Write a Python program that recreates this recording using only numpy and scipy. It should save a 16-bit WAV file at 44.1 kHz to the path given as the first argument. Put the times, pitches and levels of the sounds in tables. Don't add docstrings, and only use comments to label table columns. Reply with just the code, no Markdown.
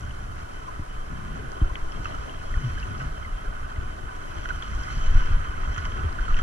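import sys
import numpy as np
from scipy import signal
from scipy.io import wavfile
from scipy.ndimage import uniform_filter1d, map_coordinates

SR = 44100
rng = np.random.default_rng(int(sys.argv[2]) if len(sys.argv) > 2 else 0)


def inscribe(sig):
    pcm = np.round(np.clip(np.atleast_2d(sig).T, -1, 1) * 32767)
    wavfile.write(sys.argv[1], SR, pcm.astype(np.int16))


N = 283122


def from_db(db):
    return 10 ** (np.asarray(db) / 20)


def rms_one(x):
    return x / np.sqrt(np.mean(x ** 2) + 1e-20)


def in_time(rows):
    s, *columns = np.transpose(rows)
    return [np.interp(np.arange(N) / SR, s, column) for column in columns]


def blend(hz, corners_hz, values):
    shares = [np.interp(np.log(hz), np.log(corners_hz), row) for row in np.eye(len(values))]
    return sum(share * value for share, value in zip(shares, values) if share > 0)


def drift(rate_hz):
    step = 40
    pole = np.exp(-2 * np.pi * rate_hz * step / SR)
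    noise = rng.standard_normal(N // step + 2002)
    slow = signal.lfilter([1], [1, -2 * pole, pole * pole], noise)[2000:]
    return np.interp(np.arange(N) / step, np.arange(len(slow)), rms_one(slow))


def add(out, s, sound):
    start = max(round(s * SR), 0)
    part = out[..., start:start + sound.shape[-1]]
    part += sound[..., :part.shape[-1]]


def coloured(spectrum, alike):
    hz, db = np.transpose(spectrum)
    edges = np.geomspace(hz[0], hz[-1], round(2 * np.log2(hz[-1] / hz[0])) + 2)
    white = rng.standard_normal((2, 2, N))
    out = 0
    for k, band in enumerate(zip(edges, edges[1:])):
        noise = signal.sosfilt(signal.butter(2, band, "band", fs=SR, output="sos"), white[k % 2])
        out = out + noise * from_db(blend(np.sqrt(np.prod(band)), hz, db))
    shared, opposed = out
    alike = np.clip(alike, -1, 1)
    return rms_one(np.sqrt(1 + alike) * shared + np.sqrt(1 - alike) * opposed * [[1], [-1]])


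def evened(x, window_s):
    return x / np.sqrt(uniform_filter1d(np.mean(x ** 2, axis=0), int(window_s * SR)) + 1e-9)


# [t/s, wash level/dB, gurgle level/dB, spray level/dB]
STREAM_LEVELS = [(0.0, -48, -43.5, -56), (0.7, -47, -45, -58), (1.2, -47.5, -42, -59),
                 (1.58, -43.5, -41, -57.5), (1.85, -44, -43, -56.5), (2.1, -45, -39.5, -52),
                 (2.35, -44.5, -43.5, -55), (2.7, -46.5, -38.5, -50.5), (3.2, -46.5, -42, -57.5),
                 (4.05, -46, -42.5, -59), (4.25, -45.5, -41.5, -53.5), (4.65, -46.5, -39, -51.5),
                 (4.97, -46, -38, -46), (5.2, -44.5, -35.5, -49), (5.45, -46, -37.5, -55),
                 (5.8, -45, -37.5, -51.5), (6.08, -44, -37, -54.5), (6.42, -44.5, -39, -51.5)]


def stream():
    return [db - np.mean(db) for db in in_time(STREAM_LEVELS)]


def droplets(spread_db, count=1900):
    when, size, sign = rng.random((count, 3)).T
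    strength = from_db(-spread_db * np.log(size + 0.05)) * np.sign(sign - .5)
    return rms_one(np.bincount((when * N).astype(int), strength, N))


def wavering(ring, share=0.01522, rate_hz=5):
    shift = share * SR / (2 * np.pi * rate_hz) * drift(rate_hz)
    return map_coordinates(ring, [np.arange(N) + shift], order=2)


def housing(drive, hz, width_hz, left_db, right_db, lead):
    b, a = signal.iirpeak(hz, hz / width_hz, fs=SR)
    twice = [np.r_[b, a]] * 2
    ring = wavering(signal.sosfilt(twice, drive)) / np.sqrt(np.pi * width_hz / (2 * SR))
    earlier, later = np.roll(ring, 1), np.roll(ring, -1)
    quadrature = (earlier - later) / (2 * np.sin(2 * np.pi * hz / SR))
    left = from_db(left_db) * ring
    right = from_db(right_db) * (np.cos(lead) * ring + np.sin(lead) * quadrature)
    return np.array([left, right])


# [f/Hz, width of each filter pass/Hz, left level/dB, right level/dB, lead of the left microphone/rad]
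HOUSING_MODES = [(272, 214, -51, -55, 2.5), (397.4, 185, -50.5, -65, -1.5), (624, 210, -51, -52.5, -2.16),
                 (740, 180, -47, -50.5, -3.0), (1000, 520, -73, -53.5, 1.5), (1023, 130, -47.5, -54, 2.5),
                 (1242, 260, -49.5, -42.5, -2.5), (1331, 140, -47.5, -42.5, -3),
                 (1483.5, 90, -50, -45, 1.5), (1570, 520, -64, -49.5, -0.0), (1707, 520, -55, -49.5, -2),
                 (2023, 200, -51.5, -55, -2), (2300, 200, -66, -58, 2.5), (2657, 520, -53.5, -63.5, -1.3),
                 (3072, 240, -52.5, -52.5, -1.45), (3046, 660, -62.5, -65.5, 0.9),
                 (4040, 270, -65.5, -89, -1), (4410, 740, -64, -73, -2), (5150, 480, -64, -65.5, 3.5),
                 (5880, 830, -62, -68.5, 5), (6430, 1140, -65.5, -65.5, 4)]


def rush(wash, gurgle, spray, wash_db=0.3, gurgle_db=-2.0, ring_db=-2.5, spray_db=-1.1,
         patchy_db=1.44, low_grain=0.33, high_grain=0.46):
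    impacts, washes = splashes(impact=0.59)
    swells_db = [wash + wash_db, gurgle + gurgle_db, (gurgle + spray) / 2 + ring_db, spray + spray_db]
    clumps_db = drift(19)
    out = np.zeros((2, N))
    for hz, *mode in HOUSING_MODES:
        flow_db = blend(hz, [600, 1400, 3000, 5000], swells_db)
        flow = from_db(flow_db + patchy_db * drift(9.8))
        grain = np.clip(blend(hz, [700, 3000], [low_grain, high_grain]), 0, 1)
        patter = rms_one(from_db(2.4 * clumps_db) * droplets(spread_db=4.0))
        drops = flow * np.sqrt(grain) * patter
        impact, splash = [blend(hz, [700, 1500, 3300], [0, *part]) for part in (impacts, washes)]
        white_water = np.sqrt((1 - grain) * flow ** 2 + splash ** 2) * rng.standard_normal(N)
        out += housing(white_water + drops + impact, hz, *mode)
    return out


def nearest_mode(hz):
    return min(HOUSING_MODES, key=lambda mode: abs(mode[0] - hz))


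# [f/Hz, relative level/dB per Hz]
HISS_COLOUR = [(220, -11.5), (500, -22), (900, -22), (1250, -14.5), (1800, -29), (2500, -31), (4200, -33),
               (6200, -33.5), (8300, -35.5), (10200, -32), (12000, -40), (14500, -55)]


def hiss(spray, level_db=-49.5, follows=0.17, vary_db=0.55):
    level = from_db(level_db + follows * spray + vary_db * drift(60))
    return level * coloured(HISS_COLOUR, alike=0.0)


# [t of the crest/s, peak level/dB, half length/s]
RUMBLE_WAVES = [(0.08, -35, 0.15), (0.288, -37, 0.16), (0.821, -31, 0.016), (1.844, -34, 0.027),
                (2.548, -28.5, 0.035), (3.093, -33, 0.041), (3.56, -34, 0.051), (3.814, -32, 0.11),
                (5.164, -26, 0.059), (5.323, -19.5, 0.028), (5.68, -28.5, 0.066), (6.368, -34, 0.041)]


def buffeting(gurgle, level_db=-34, follows=1, lumpy_db=3.0, lumps_hz=8):
    t = np.arange(N) / SR
    lumps = drift(lumps_hz)
    lumps = rms_one(lumps - uniform_filter1d(lumps, int(2 * SR / lumps_hz)))
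    power = from_db(level_db + follows * gurgle + lumpy_db * lumps) ** 2
    for s, db, half_s in RUMBLE_WAVES:
        swell = from_db(db) * np.exp(-((t - s) / half_s) ** 2)
        power = power + swell ** 2
    return 10 * np.log10(power)


# [f/Hz, relative level/dB per Hz]
RUMBLE_SPECTRUM = [(14, 3.5), (25, 0), (40, -4.5), (70, -6.5), (105, -18), (160, -28), (300, -41.5)]


def rumble(buffet_db):
    return from_db(buffet_db) * evened(coloured(RUMBLE_SPECTRUM, alike=0.95), window_s=0.059)


# [f/Hz, relative level/dB per Hz]
CHURN_SPECTRUM = [(40, -32), (80, -3), (130, 0.5), (195, -9.5), (270, -8), (380, -26), (900, -36)]
# [t of the start/s, length/s, level/dB]
CHURNING_BOUTS = [(0.0, 0.44, -51), (1.072, 0.39, -40), (1.96, 0.066, -40), (2.567, 0.11, -36),
                  (2.86, 0.21, -41), (5.882, 0.19, -41.5), (6.353, .08, -40)]


def churning(gurgle, level_db=-47, follows=0.74, attack_s=0.042, release_s=0.011, flutter_db=0.9):
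    t = np.arange(N) / SR
    power = from_db(level_db + follows * gurgle) ** 2
    for s, length_s, db in CHURNING_BOUTS:
        rise = np.clip((t - s) / attack_s, 0, 1)
        fall = np.exp(-np.maximum(t - s - length_s, 0) / release_s)
        power = power + (from_db(db) * rise * fall) ** 2
    flutter = from_db(flutter_db * drift(42))
    return np.sqrt(power) * flutter * evened(coloured(CHURN_SPECTRUM, alike=0.63), window_s=0.056)


def tick(db, hz, decay_s=0.0011, pan_db=12, octaves_per_khz=0.077):
    t = np.arange(SR // 50) / SR
    octaves = octaves_per_khz * hz / 1000
    band = hz * 2 ** (np.array([-.5, .5]) * octaves)
    crackle = rng.standard_normal(len(t)) * np.exp(-t / decay_s)
    crackle = signal.sosfilt(signal.butter(3, band, "band", fs=SR, output="sos"), crackle)
    burst = signal.hilbert(crackle)
    lead = nearest_mode(hz)[-1]
    pair = np.real([burst, burst * np.exp(-1j * lead)])
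    return from_db([[db], [db - pan_db]]) * pair / np.abs(burst).max()


# [t/s, left peak level/dB, f/Hz]
NEAR_TICKS = [(0.0075, -39, 6000), (0.03, -45, 5500), (0.0515, -42, 5800), (0.1082, -33, 2950),
              (0.536, -44, 6050), (1.1395, -46, 5800), (1.518, -35, 5500), (1.920, -36, 4900),
              (1.921, -34, 2950), (2.0443, -40, 5000), (2.0675, -40, 6030), (2.069, -41, 3080),
              (2.086, -44, 4250), (2.110, -38, 2950), (2.124, -37, 3060), (2.1495, -39, 5800),
              (2.294, -30, 3000), (2.613, -45, 6200), (2.670, -45, 5400), (2.800, -36, 4400),
              (2.979, -37, 5000), (3.372, -48, 4500), (4.164, -39, 5700), (4.4562, -33, 3060),
              (4.623, -28, 3190), (4.6443, -34, 3040), (4.750, -35.5, 5930), (4.8343, -32, 5700),
              (4.9775, -35, 4320), (5.259, -38, 5900), (5.728, -37, 5970), (5.745, -36, 5860),
              (5.761, -31.5, 2980), (5.7785, -34, 5830), (5.853, -32, 5130), (5.8613, -42, 4830),
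              (5.919, -30, 3060), (6.0935, -42, 4300), (6.127, -40, 4740), (6.3784, -30, 2800),
              (6.3903, -42, 6250)]


def ticks(spray, small_db=-47.0, spread_db=-0.5, follows=0.74, treble_fall_db=2.0, lowest_hz=4200, count=110):
    out = np.zeros((2, N))
    for s, db, hz in NEAR_TICKS:
        add(out, s, tick(db, hz))
    for when, size, height in rng.random((count, 3)):
        octaves = 0.7 * height
        db = small_db + follows * spray[int(when * N)]
        db = db - spread_db * np.log(size + 0.05) - treble_fall_db * octaves
        add(out, when * N / SR, tick(db, lowest_hz * 2 ** octaves))
    return out


BUBBLE_SAG = 0.037


def bubble(db, hz, cycles, pan_db, sag=BUBBLE_SAG):
    rise = cycles * SR / hz
    age = np.arange(int(10 * rise)) / rise
    phase = 2 * np.pi * cycles * age * (1 - sag * (age / 2 - 1))
    lead = nearest_mode(hz)[-1]
    swing = (age * np.exp(1 - age)) ** 2
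    return from_db([[db + pan_db / 2], [db - pan_db / 2]]) * swing * np.sin([phase, phase - lead])


# [t of full swing/s, peak level/dB, f/Hz, cycles to full swing, left over right level/dB]
NEAR_BUBBLES = [(0.063, -40, 1464, 5, -5.5), (0.672, -36, 1250, 6, -4), (0.686, -30, 1050, 8, 4.5),
                (0.762, -33, 1326, 4, 5), (1.112, -34, 1360, 5, -6), (1.647, -35, 1430, 4, -7),
                (1.702, -32, 1045, 8, 3), (1.7560, -28.5, 3200, 4.4, -2), (1.7564, -31.5, 2720, 3.1, 2),
                (1.756, -27.5, 2200, 2.5, 7), (2.0572, -26.5, 1288, 3.2, -12.5),
                (2.0564, -37, 1580, 3.5, -14), (2.0568, -30, 2720, 5, 6), (2.113, -37, 636, 3, 6),
                (2.145, -31, 1360, 6, -9.5), (2.5415, -27.5, 1900, 3.9, 1), (2.552, -39, 1396, 4, -4),
                (2.78, -35.5, 1645, 7, -14), (2.83, -33, 2800, 7.5, 9), (2.852, -32, 1378, 4, 0),
                (3.250, -35, 2070, 10, 1), (3.478, -35.5, 1450, 5, -11), (3.484, -41, 507, 2.5, 0),
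                (3.761, -39, 2050, 8, 0), (4.4579, -27, 1522, 2.64, -10), (4.5075, -23.5, 1506, 5.5, -11.5),
                (4.733, -36.5, 1430, 5, -7), (5.224, -32, 1040, 4, 4), (5.540, -36.5, 1520, 6, -13),
                (5.576, -35, 1330, 6, -2), (5.855, -38, 999, 3.5, 1), (6.024, -43, 1160, 5, -1),
                (6.046, -37, 395, 3, 11), (6.189, -31, 1450, 6, -13), (6.195, -32, 1570, 4, -10),
                (6.283, -28, 1370, 4, -11), (6.308, -27, 1270, 6, -2), (6.3445, -29.5, 2820, 3.5, 11),
                (6.395, -32, 1378, 4, -12)]


def bubbles(gurgle, small_db=-44.5, spread_db=1.5, follows=0.66, treble_fall_db=7, lowest_hz=1050,
            cycles=4.9, slide=0.086, count=800):
    out = np.zeros((2, N))
    for s, db, hz, turns, pan_db in NEAR_BUBBLES:
        add(out, s - turns / hz, bubble(db, hz, turns, pan_db))
    for when, size, height, bend in rng.random((count, 4)):
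        octaves = 1.5 * height ** 1.6
        hz = lowest_hz * 2 ** octaves
        db = small_db + follows * gurgle[int(when * N)]
        db = db - spread_db * np.log(size + 0.08) - treble_fall_db * octaves
        _, _, left_db, right_db, _ = nearest_mode(hz)
        sag = BUBBLE_SAG + slide * (2 * bend - 1)
        add(out, when * N / SR, bubble(db, hz, cycles, left_db - right_db, sag))
    return out


# [t/s, body level/dB, spatter level/dB, decay/s]
HOUSING_SPLASHES = [(1.618, -2, -15, 0.015), (2.045, -2, 11, 0.0061), (2.068, -6, 1, 0.04),
                    (4.454, 13, 6, 0.0026), (4.489, 10, 11, 0.008), (4.623, 1, 4.5, 0.057),
                    (5.78, 9, 10, 0.012), (5.852, 14, 16, 0.0024), (6.367, 3, 8, 0.028),
                    (6.389, 12, 14, 0.0041)]


def splashes(impact, pop_body_db=26, pop_spatter_db=24):
    impacts, washes = np.zeros((2, 2, N))
    t = np.arange(SR // 5) / SR
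    for s, body_db, spatter_db, decay_s in HOUSING_SPLASHES:
        size = from_db([[body_db], [spatter_db]])
        add(impacts, s, size * impact * np.sqrt(decay_s * SR / 2))
        add(washes, s, size * np.exp(-t / decay_s))
    for s, db, hz, cycles, _ in NEAR_BUBBLES:
        size = from_db([[db + pop_body_db], [db + pop_spatter_db]])
        add(washes, s - cycles / (2 * hz), size * np.exp(-t * hz / cycles))
    return impacts, washes


# [t/s, thud level/dB, first f/Hz, last f/Hz, rise/s]
FLOAT_KNOCKS = [(0.793, -24, 248, 29, 0.007), (1.6156, -12, 162, 21.2, 0.013), (2.57, -16, 59, 44, 0.0052),
                (3.052, -25, 70, 55, 0.016), (4.745, -34, 62, 50, 0.013), (4.967, -23, 66, 46, 0.0073),
                (5.149, -24.5, 85, 70, 0.012), (5.778, -25.5, 92, 74, 0.015), (6.047, -18, 84, 74, 0.012)]


def knocks(slap_db=-15, slap_hz=310, slap_s=0.013):
    out, t = np.zeros(N), np.arange(SR // 4) / SR
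    for s, db, first_hz, last_hz, rise_s in FLOAT_KNOCKS:
        age = t / rise_s
        hz = last_hz + (first_hz - last_hz) * np.exp(-age / 0.74)
        thud = age * np.exp(1 - age) * -np.sin(2 * np.pi * np.cumsum(hz) / SR)
        sharpness = max(first_hz - last_hz, 0) / first_hz * min(first_hz / 150, 1)
        slap = sharpness * from_db(slap_db) * np.exp(-t / slap_s) * np.sin(2 * np.pi * slap_hz * t)
        add(out, s, from_db(db) * (thud + slap))
    return out


# [t of the middle/s, peak level/dB, f/Hz]
FLOAT_THUMPS = [(0.946, -27, 27), (1.003, -27, 17), (1.662, -26, 15), (1.853, -25, 11), (2.475, -27, 14.6),
                (2.524, -22, 39), (2.747, -24, 26), (3.341, -24, 29), (3.494, -24, 29), (3.787, -24, 69),
                (5.042, -18.5, 18), (5.1, -12, 21.4), (5.165, -8, 20.4), (5.244, -19, 12),
                (5.345, -11, 20.4), (5.494, -22.5, 51), (5.606, -29, 25), (5.7, -20, 53), (6.212, -17, 34),
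                (6.338, -13.5, 18), (6.412, -21.5, 12.5)]


def thumps(half_cycles=0.61, edge_db=-11, edge_ratio=1.17):
    out, t = np.zeros(N), np.arange(-SR // 5, SR // 5) / SR
    for s, db, hz in FLOAT_THUMPS:
        swing, jolt = [np.sin(2 * np.pi * f * t) * np.exp(-(f * t / half_cycles) ** 2)
                       for f in (hz, hz * edge_ratio)]
        push = swing + from_db(edge_db) * jolt
        add(out, s + t[0], -from_db(db) * push / push.max())
    return out


# [t of the middle/s, level/dB, first f/Hz, last f/Hz, half length/s]
AIR_GULPS = [(2.612, -36, 179.5, 151, 0.018), (2.658, -22, 136, 111.7, 0.032), (2.92, -31, 92.2, 112, 0.04),
             (3.045, -34, 128, 153, 0.064)]


def gulps(octave_db=-20):
    out, t = np.zeros(N), np.arange(-SR // 5, SR // 5) / SR
    for s, db, first_hz, last_hz, half_s in AIR_GULPS:
        hz = np.interp(t, [-half_s, half_s], [first_hz, last_hz])
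        phase = 2 * np.pi * np.cumsum(hz) / SR
        tone = np.sin(phase) + from_db(octave_db) * np.sin(2 * phase)
        add(out, s + t[0], from_db(db) * np.exp(-(t / half_s) ** 2) * tone)
    return out


def scene():
    wash, gurgle, spray = stream()
    ride = rumble(buffeting(gurgle)) + churning(gurgle) + knocks() + thumps() + gulps()
    ride = ride * from_db([[.3], [-.3]])
    return rush(wash, gurgle, spray) + hiss(spray) + ticks(spray) + bubbles(gurgle) + ride


# [f/Hz, width/Hz, level/dB]
HOUSING_BANDS = [(2830, 146, -3.5), (3600, 400, 0.5), (4680, 280, -2.5), (8230, 340, -2.5),
                 (11300, 550, -2.5)]


def record(dry):
    for hz, width_hz, db in HOUSING_BANDS:
        band = signal.lfilter(*signal.iirpeak(hz, hz / width_hz, fs=SR), dry)
        dry = dry + (from_db(db) - 1) * band
    dull = signal.sosfilt(signal.butter(4, 13300, fs=SR, output="sos"), dry)
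    return signal.sosfilt(signal.ellip(10, .2, 80, 15000, fs=SR, output="sos"), dull)


dry = scene()
out = record(dry)
inscribe(out)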